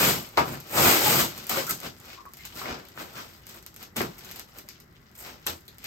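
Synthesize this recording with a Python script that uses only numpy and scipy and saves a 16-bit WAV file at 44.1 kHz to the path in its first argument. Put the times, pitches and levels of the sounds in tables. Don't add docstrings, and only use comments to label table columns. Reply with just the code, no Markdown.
import sys
import numpy as np
from scipy import signal
from scipy.fft import rfft, irfft, next_fast_len
from scipy.io import wavfile

SR = 44100
rng = np.random.default_rng(int(sys.argv[2]) if len(sys.argv) > 2 else 0)


def materialize(psi):
    bounded = np.clip(np.atleast_2d(psi).T, -1, 1)
    quanta = np.round(bounded * 32767).astype(np.int16)
    wavfile.write(sys.argv[1], SR, quanta)


N = 258426
TIME = np.arange(N) / SR
CUTOFF_HZ = 15800
PLACES = 7


def from_db(db):
    return 10 ** (np.asarray(db) / 20)


def rms_one(x):
    return x / np.sqrt(np.mean(x ** 2) + 1e-20)


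def unit(x):
    return x / (np.linalg.norm(x) + 1e-12)


def at_hz(rows, hz):
    table_hz, *columns = np.transpose(rows)
    log_hz = np.log(np.maximum(hz, 1))
    return [np.interp(log_hz, np.log(table_hz), column) for column in columns]


def drift(rate):
    knots = rng.standard_normal(4096)
    return rms_one(np.interp(TIME * rate, np.arange(len(knots)), knots))


def colour(x, spectrum, size=2048):
    hz = np.arange(size // 2 + 1) * SR / size
    cepstrum = irfft(np.log(from_db(at_hz(spectrum, hz)[0])))
    cepstrum[1:size // 2] *= 2
    cepstrum[size // 2 + 1:] = 0
    response = np.exp(rfft(cepstrum))
    response /= np.sqrt(np.mean(abs(response) ** 2 * (hz < CUTOFF_HZ)))
    impulse = np.float32(irfft(response))[None]
    return signal.oaconvolve(np.float32(x), impulse, axes=1)[:, :N]


def resonate(x, hz, width_hz):
    r = np.exp(-np.pi * width_hz / SR)
    zeros = np.sqrt((1 - r * r) / 2) * np.array([1, 0, -1])
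    poles = [1, -2 * r * np.cos(2 * np.pi * hz / SR), r * r]
    return signal.lfilter(zeros, poles, x + 1e-18)


def buckles(per_s, spread_db):
    chance = np.clip(per_s / SR, 1e-5, 1)
    sizes = rms_one(from_db(spread_db * np.minimum(rng.exponential(1, N), 4)))
    signs = rng.choice([-1, 1], N)
    return (rng.random(N) < chance) * sizes * signs / np.sqrt(chance)


def over_sheet(clicks, wander_rate=14, scatter=1.3):
    fold = PLACES * drift(wander_rate) / 2
    place = np.round(fold + scatter * rng.standard_normal(N)) % PLACES
    return clicks * (place == np.arange(PLACES)[:, None])


def add(out, index, s, sound):
    span = out[index % PLACES, round(s * SR):][:len(sound)]
    span += sound[:len(span)]


# (frequency [Hz], relative level [dB per Hz])
AIR_SPECTRUM = [(20, -12), (50, 7), (95, 7.5), (170, -5.5), (300, -10), (600, -14), (2000, -10),
                (2400, -25), (6000, -44), (15000, -26)]


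def air(level_db=-56.5):
    noise = colour(rng.standard_normal((PLACES, N)), AIR_SPECTRUM)
    return from_db(level_db) * noise / np.sqrt(PLACES)


# (time [s], crinkle level [dB])
STIRRING = [(0, -50.5), (0.62, -53.5), (1.3, -47), (1.95, -61), (2.3, -63.5), (2.6, -57), (3.6, -62),
            (3.93, -66.5), (4.3, -62.5), (4.9, -68), (5.12, -66), (5.6, -64.5), (5.86, -64.5)]


def stirring():
    return np.interp(TIME, *np.transpose(STIRRING))


# (frequency [Hz], relative level [dB])
CREASE_SPECTRUM = [(150, -15.5), (700, 2.5), (2000, 3.5), (5000, 4), (8500, 4.5), (10400, 1), (12500, 9),
                   (15600, 2.5)]


def ticks(per_s=12, over_stir_db=-6.5):
    level = from_db(stirring() + over_stir_db)
    return colour(over_sheet(level * buckles(per_s, spread_db=1.0)), CREASE_SPECTRUM)


# (middle [s], time from middle to 1/e [s], level [dB], pitch [Hz], resonance width [Hz])
RUB_EVENTS = [(1.065, 0.013, -25, 850, 79.6), (1.695, 0.021, -34, 1340, 400),
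              (2.19, 0.022, -44.5, 1080, 160), (2.268, 0.012, -42.5, 1115, 160),
              (2.405, 0.013, -48.5, 2040, 500), (3.18, 0.034, -43.5, 1290, 350),
              (4.652, 0.009, -58, 625, 150), (4.955, 0.013, -60, 2500, 1500)]


def rubs(slips_per_s=1500, size=8192):
    out = np.zeros((PLACES, N))
    from_middle = (np.arange(size) - size / 2) / SR
    slips = buckles(slips_per_s, spread_db=-8.5)
    for k, (s, length_s, level_db, hz, width_hz) in enumerate(RUB_EVENTS):
        own_slips = slips[k * size:(k + 1) * size]
        tone = resonate(resonate(own_slips, hz, width_hz), hz, 2 * width_hz)
        swell = np.exp(-(from_middle / length_s) ** 2)
        rub = unit(tone * swell) * np.linalg.norm(swell)
        add(out, k, s + from_middle[0], from_db(level_db) * rub)
    return out


# (time [s], energy [dB], pitch [Hz], swing time [cycles])
POP_EVENTS = [(0.3735, -1, 4170, 0.35), (0.3762, 12.5, 940, 0.61), (0.386, 7.5, 1234, 1.8),
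              (0.457, -7, 1050, 0.37), (1.565, -1, 540, 4.8), (2.254, -19, 1130, 0.2),
              (2.616, -6.5, 1170, 0.52), (2.657, -8.5, 1750, 0.18), (2.70, -12, 61.7, 0.43),
              (2.976, -9.5, 1330, 0.21), (3.968, -3.5, 205, 0.52), (4.0067, 1.5, 1500, 0.15),
              (4.007, 3.5, 376, 0.94), (4.6885, -17.5, 4380, 0.28), (5.468, -5.5, 900, 0.17),
              (5.472, -2, 3300, 0.48), (5.48, -11, 84, 1), (5.681, -20, 3960, 0.85)]


def pops(size=4096):
    out = np.zeros((PLACES, N))
    age = np.arange(size) / SR
    for k, (s, energy_db, hz, cycles) in enumerate(POP_EVENTS):
        progress = age * hz / cycles
        swing = np.sin(2 * np.pi * hz * age) * progress ** 2 * np.exp(-progress)
        add(out, k, s, from_db(energy_db) * unit(swing))
    return out


# (time [s], energy [dB], run of buckles that it sets off, relative to the crease [dB])
SNAP_EVENTS = [(0.376, -40, 24), (0.602, -17.5, 3), (1.378, -15.5, 4), (1.4683, -12.5, 0), (1.4949, 0, 0),
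               (1.6674, -12.5, 7), (1.6941, -3.5, 2.5), (1.709, 1, -4), (1.8022, -11.5, -17),
               (2.0006, -31, 9), (2.055, -26, 2), (2.2555, -38, 11), (2.3361, -16, -22), (2.371, -30, 12),
               (2.452, -13, 3.5), (2.852, -25, -10), (2.8861, -21.5, -10), (3.1738, -24.5, 7.5),
               (3.468, -15.5, -10), (3.492, -22, 4), (3.6267, -23, -13), (3.6636, -12.5, -32),
               (3.7423, -23, -7), (3.763, -16, -6), (3.8277, -16, -1), (3.965, -13, 11.5), (4.0172, -7, -9),
               (4.1824, -26, 9), (4.1898, -22, -1), (4.2472, -23, 6), (4.313, -13.5, -1),
               (4.3598, -16.5, 2), (4.3958, -9, -16), (4.5859, -17.5, 3), (4.6885, -14.5, -8),
               (4.8012, -23, -1), (5.1524, -28.5, 7), (5.4666, -4, 6.5), (5.6802, -30, 10.5),
               (5.7835, -19.5, -7.5), (5.8427, -11.5, -8)]


def snaps(travel_s=0.0004127, run_s=0.0062, run_per_s=2000, size=2048):
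    out = np.zeros((PLACES, N))
    age, hz = np.arange(size) / SR, np.arange(size // 2 + 1) * SR / size
    crease = unit(irfft(np.exp(-4j * np.pi * travel_s * np.sqrt(hz * CUTOFF_HZ))))
    followers = buckles(run_per_s, spread_db=3.0)
    for k, (s, energy_db, run_db) in enumerate(SNAP_EVENTS):
        run = unit(followers[k * size:(k + 1) * size] * np.exp(-age / run_s))
        add(out, k, s - travel_s, from_db(energy_db) * (crease + from_db(run_db) * run))
    return colour(out, CREASE_SPECTRUM)


# (full pull [s], rise [s], hold [s], fall [s], crinkle [dB], billow [dB], flexing [dB], sharpest creases [dB])
TUG_EVENTS = [(0.0, .05, 0.092, 0.12, -24, -5, -0.5, 1.5),
              (0.374, 0.0037, 0.0046, 0.077, -31.5, 6.5, 13, -3.5),
              (0.484, 0.087, 0.0092, 0.093, -46, 8.5, 7.5, 3.5), (0.523, 0.036, 0.013, .05, -47, 8, 11, 5),
              (0.78, 0.078, .08, 0.094, -25.5, -1, 3.5, 2.5), (0.866, 0.085, 0.048, 0.23, -22, -30, 1, 2),
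              (1.052, 0.14, 0.16, 0.08, -26.5, -5.5, 0.5, 3.5),
              (1.38, 0.19, 0.013, 0.11, -46, -3, -2.5, -1.5),
              (1.495, 0.0049, 0.017, 0.11, -32.5, -7.5, 0, 1.5),
              (1.563, 0.076, 0.013, 0.11, -30.5, -8.5, 0.5, -1),
              (1.70, 0.039, 0.0045, 0.083, -38.5, -0.5, -1.5, 8.5),
              (1.843, 0.071, 0.028, 0.05, -40.5, -3, 1, -3),
              (2.077, 0.2, 0.054, .11, -47.5, -26, -2.5, -6.5),
              (2.41, 0.076, 0.059, 0.17, -49.5, -23, -15.5, -5), (2.564, 0.044, .03, 0.16, -41, -8, -3, -2),
              (2.655, 0.058, 0.053, 0.14, -40.5, -3, 5, -13),
              (2.992, 0.055, 0.032, 0.087, -44, -4, 3.5, -2.5),
              (3.158, 0.12, 0.045, .15, -45.5, -6, -0.5, -4.5), (3.32, 0.2, .04, 0.11, -55.5, -11, -11, -1),
              (3.494, 0.062, 0.023, 0.1, -48.5, -12, -8, -3), (3.55, .05, 0.012, 0.076, -54.5, -10, 0.5, 4),
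              (3.812, 0.049, .015, 0.064, -47, -11, -2.5, -4),
              (3.962, 0.0053, 0.012, 0.11, -33, -2.5, 1.5, -1.5),
              (4.002, 0.0065, 0.0051, 0.073, -41.5, 9.5, 11, -14),
              (4.259, 0.3, .13, 0.1, -49, -8.5, -3, -4), (4.576, 0.075, 0.005, 0.065, -50, -5, 0.5, 0),
              (4.701, 0.038, 0.027, 0.097, -54, -14, -27, -8), (5.185, 0.036, 0.057, 0.12, -61, -8, 7, 15),
              (5.259, .1, 0.022, 0.15, -43, -28, -2.5, -9.5), (5.469, 0.011, 0.017, 0.079, -38, -6, 3, 1.5),
              (5.851, 0.04, .02, .1, -39, -18, -6.5, -7)]


def handling(sway_db=-58, stir_flex_db=-1.5, stir_sharp_db=-5.5):
    stir_db = stirring()
    sway = np.full(N, sway_db)
    power = from_db([sway, stir_db + stir_flex_db, stir_db, stir_db + stir_sharp_db]) ** 2
    for s, rise_s, hold_s, fall_s, level_db, billow_db, flex_db, sharp_db in TUG_EVENTS:
        corners = [s - 4 * rise_s, s, s + hold_s, s + hold_s + 4 * fall_s]
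        pull_db = np.interp(TIME, corners, [-80, 0, 0, -80])
        on = pull_db > -80
        kinds = from_db([billow_db, flex_db, 0, sharp_db])
        power[:, on] += np.outer(kinds, from_db(level_db + pull_db[on])) ** 2
    return 10 * np.log10(power)


# (frequency [Hz], relative level [dB])
BILLOW_SPECTRUM = [(25, -32), (50, -5), (90, 4), (140, 9), (280, -1), (400, 1.5), (900, -60.5)]
FLEX_SPECTRUM = [(130, -31), (240, 0.5), (340, 2.5), (800, 0.5), (1300, -0.5), (1800, -4.5), (2600, -9.5),
                 (6000, -47)]
CRINKLE_SPECTRUM = [(600, -48), (1300, 0.5), (2000, 2), (3200, 3.5), (5500, 0.5), (7500, -6.5), (9500, -27),
                    (15000, -16)]
SHARP_SPECTRUM = [(3000, -77), (6500, -0.5), (8500, 4.5), (10400, -13.5), (12400, 6.5), (14300, 2.5),
                  (15600, 3.5)]


def rustle(loud_per_s=10000, loud_db=-22, crowding=.75, clump_db=0.84, clump_rate=110):
    billow_db, flex_db, crinkle_db, sharp_db = handling()
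    per_s = loud_per_s * from_db(crowding * (crinkle_db - loud_db))
    clumps_db = clump_db * drift(clump_rate)
    billow = from_db(billow_db) * buckles(per_s, spread_db=2.5)
    flex = from_db(flex_db + clumps_db) * buckles(per_s, spread_db=2.0)
    crinkle = from_db(crinkle_db + clumps_db) * buckles(per_s, spread_db=4.0)
    sharp = from_db(sharp_db + clumps_db) * buckles(per_s, spread_db=-3.5)
    kinds = [(billow, BILLOW_SPECTRUM), (flex, FLEX_SPECTRUM),
             (crinkle, CRINKLE_SPECTRUM), (sharp, SHARP_SPECTRUM)]
    return sum(colour(over_sheet(clicks), spectrum) for clicks, spectrum in kinds)


FACET_PITCHES = [720, 1050, 1500, 2270, 2680, 3580, 5300]


def facets(x, lift_db=5, sharpness=4, trim_db=-1.29):
    rings = []
    for hz, row in zip(FACET_PITCHES, x):
        zeros, poles = signal.iirpeak(hz, sharpness, fs=SR)
        rings.append(signal.lfilter(zeros, poles, row + 1e-18))
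    return from_db(trim_db) * (x + (from_db(lift_db) - 1) * np.array(rings))


# (frequency [Hz], decay t60 [s], reflected over direct [dB], likeness [-1 to 1], left over right [dB])
ROOM_BANDS = [(60, 0.41, -13, 0.74, -0.5), (204, 0.32, 11.5, 0.9, 0.4), (426, 0.22, 2, 0.38, 0.6),
              (1000, 0.18, 6.5, -0.75, 2), (2350, 0.053, -2, -1.62, 1.5), (3400, 0.14, 2, -0.21, 1.5),
              (5170, 0.26, 5.5, -0.2, 7), (7340, 0.2, 2.5, 0.11, 1.5), (9900, 0.13, -15, 1, -4),
              (11800, 0.29, 8, 1, 2), (15700, 0.18, -31.5, 1, -1.5)]


def room(x, build_s=0.00042, right_lag_s=.000148, size=16384):
    age, hz = np.arange(size) / SR, np.arange(size // 2 + 1) * SR / size
    centres = np.geomspace(60, 16000, 9)
    white = rng.standard_normal((2, PLACES, size)).astype(np.float32)
    tail = 0
    for centre, own in zip(centres, np.eye(len(centres))):
        band = at_hz(np.column_stack([centres, own]), hz)[0]
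        t60_s = at_hz(ROOM_BANDS, centre)[0]
        decay = from_db(-60 * age / t60_s) * (1 - np.exp(-age / build_s))
        tail = tail + band * rfft(white * np.float32(unit(decay)))
    _, wet_db, alike, left_db = at_hz(ROOM_BANDS, hz)
    alike, wet = np.clip(alike, -1, 1), from_db(wet_db)
    sides = np.array([1, -1])[:, None, None]
    reflected = np.sqrt((1 + alike) / 2) * tail[0] + sides * np.sqrt((1 - alike) / 2) * tail[1]
    response = (1 + wet * reflected) / np.hypot(1, wet) * from_db(sides * left_db / 2)
    response[1] *= np.exp(-2j * np.pi * hz * right_lag_s)
    echoes = np.float32(irfft(response)[..., :-size // 8])
    padded = next_fast_len(N + size, True)
    at_microphones = (rfft(np.float32(x), padded) * rfft(echoes, padded)).sum(axis=1)
    return irfft(at_microphones, padded)[:, :N]


def scene():
    film = ticks() + from_db(1.0) * rubs() + from_db(-1.0) * pops()
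    film = film + from_db(-1.5) * snaps() + facets(rustle())
    return room(air() + film)


def record(dry):
    low_pass = signal.ellip(12, .1, 80, CUTOFF_HZ, fs=SR, output="sos")
    return signal.sosfilt(low_pass, dry)


dry = scene()
out = record(dry)
materialize(out)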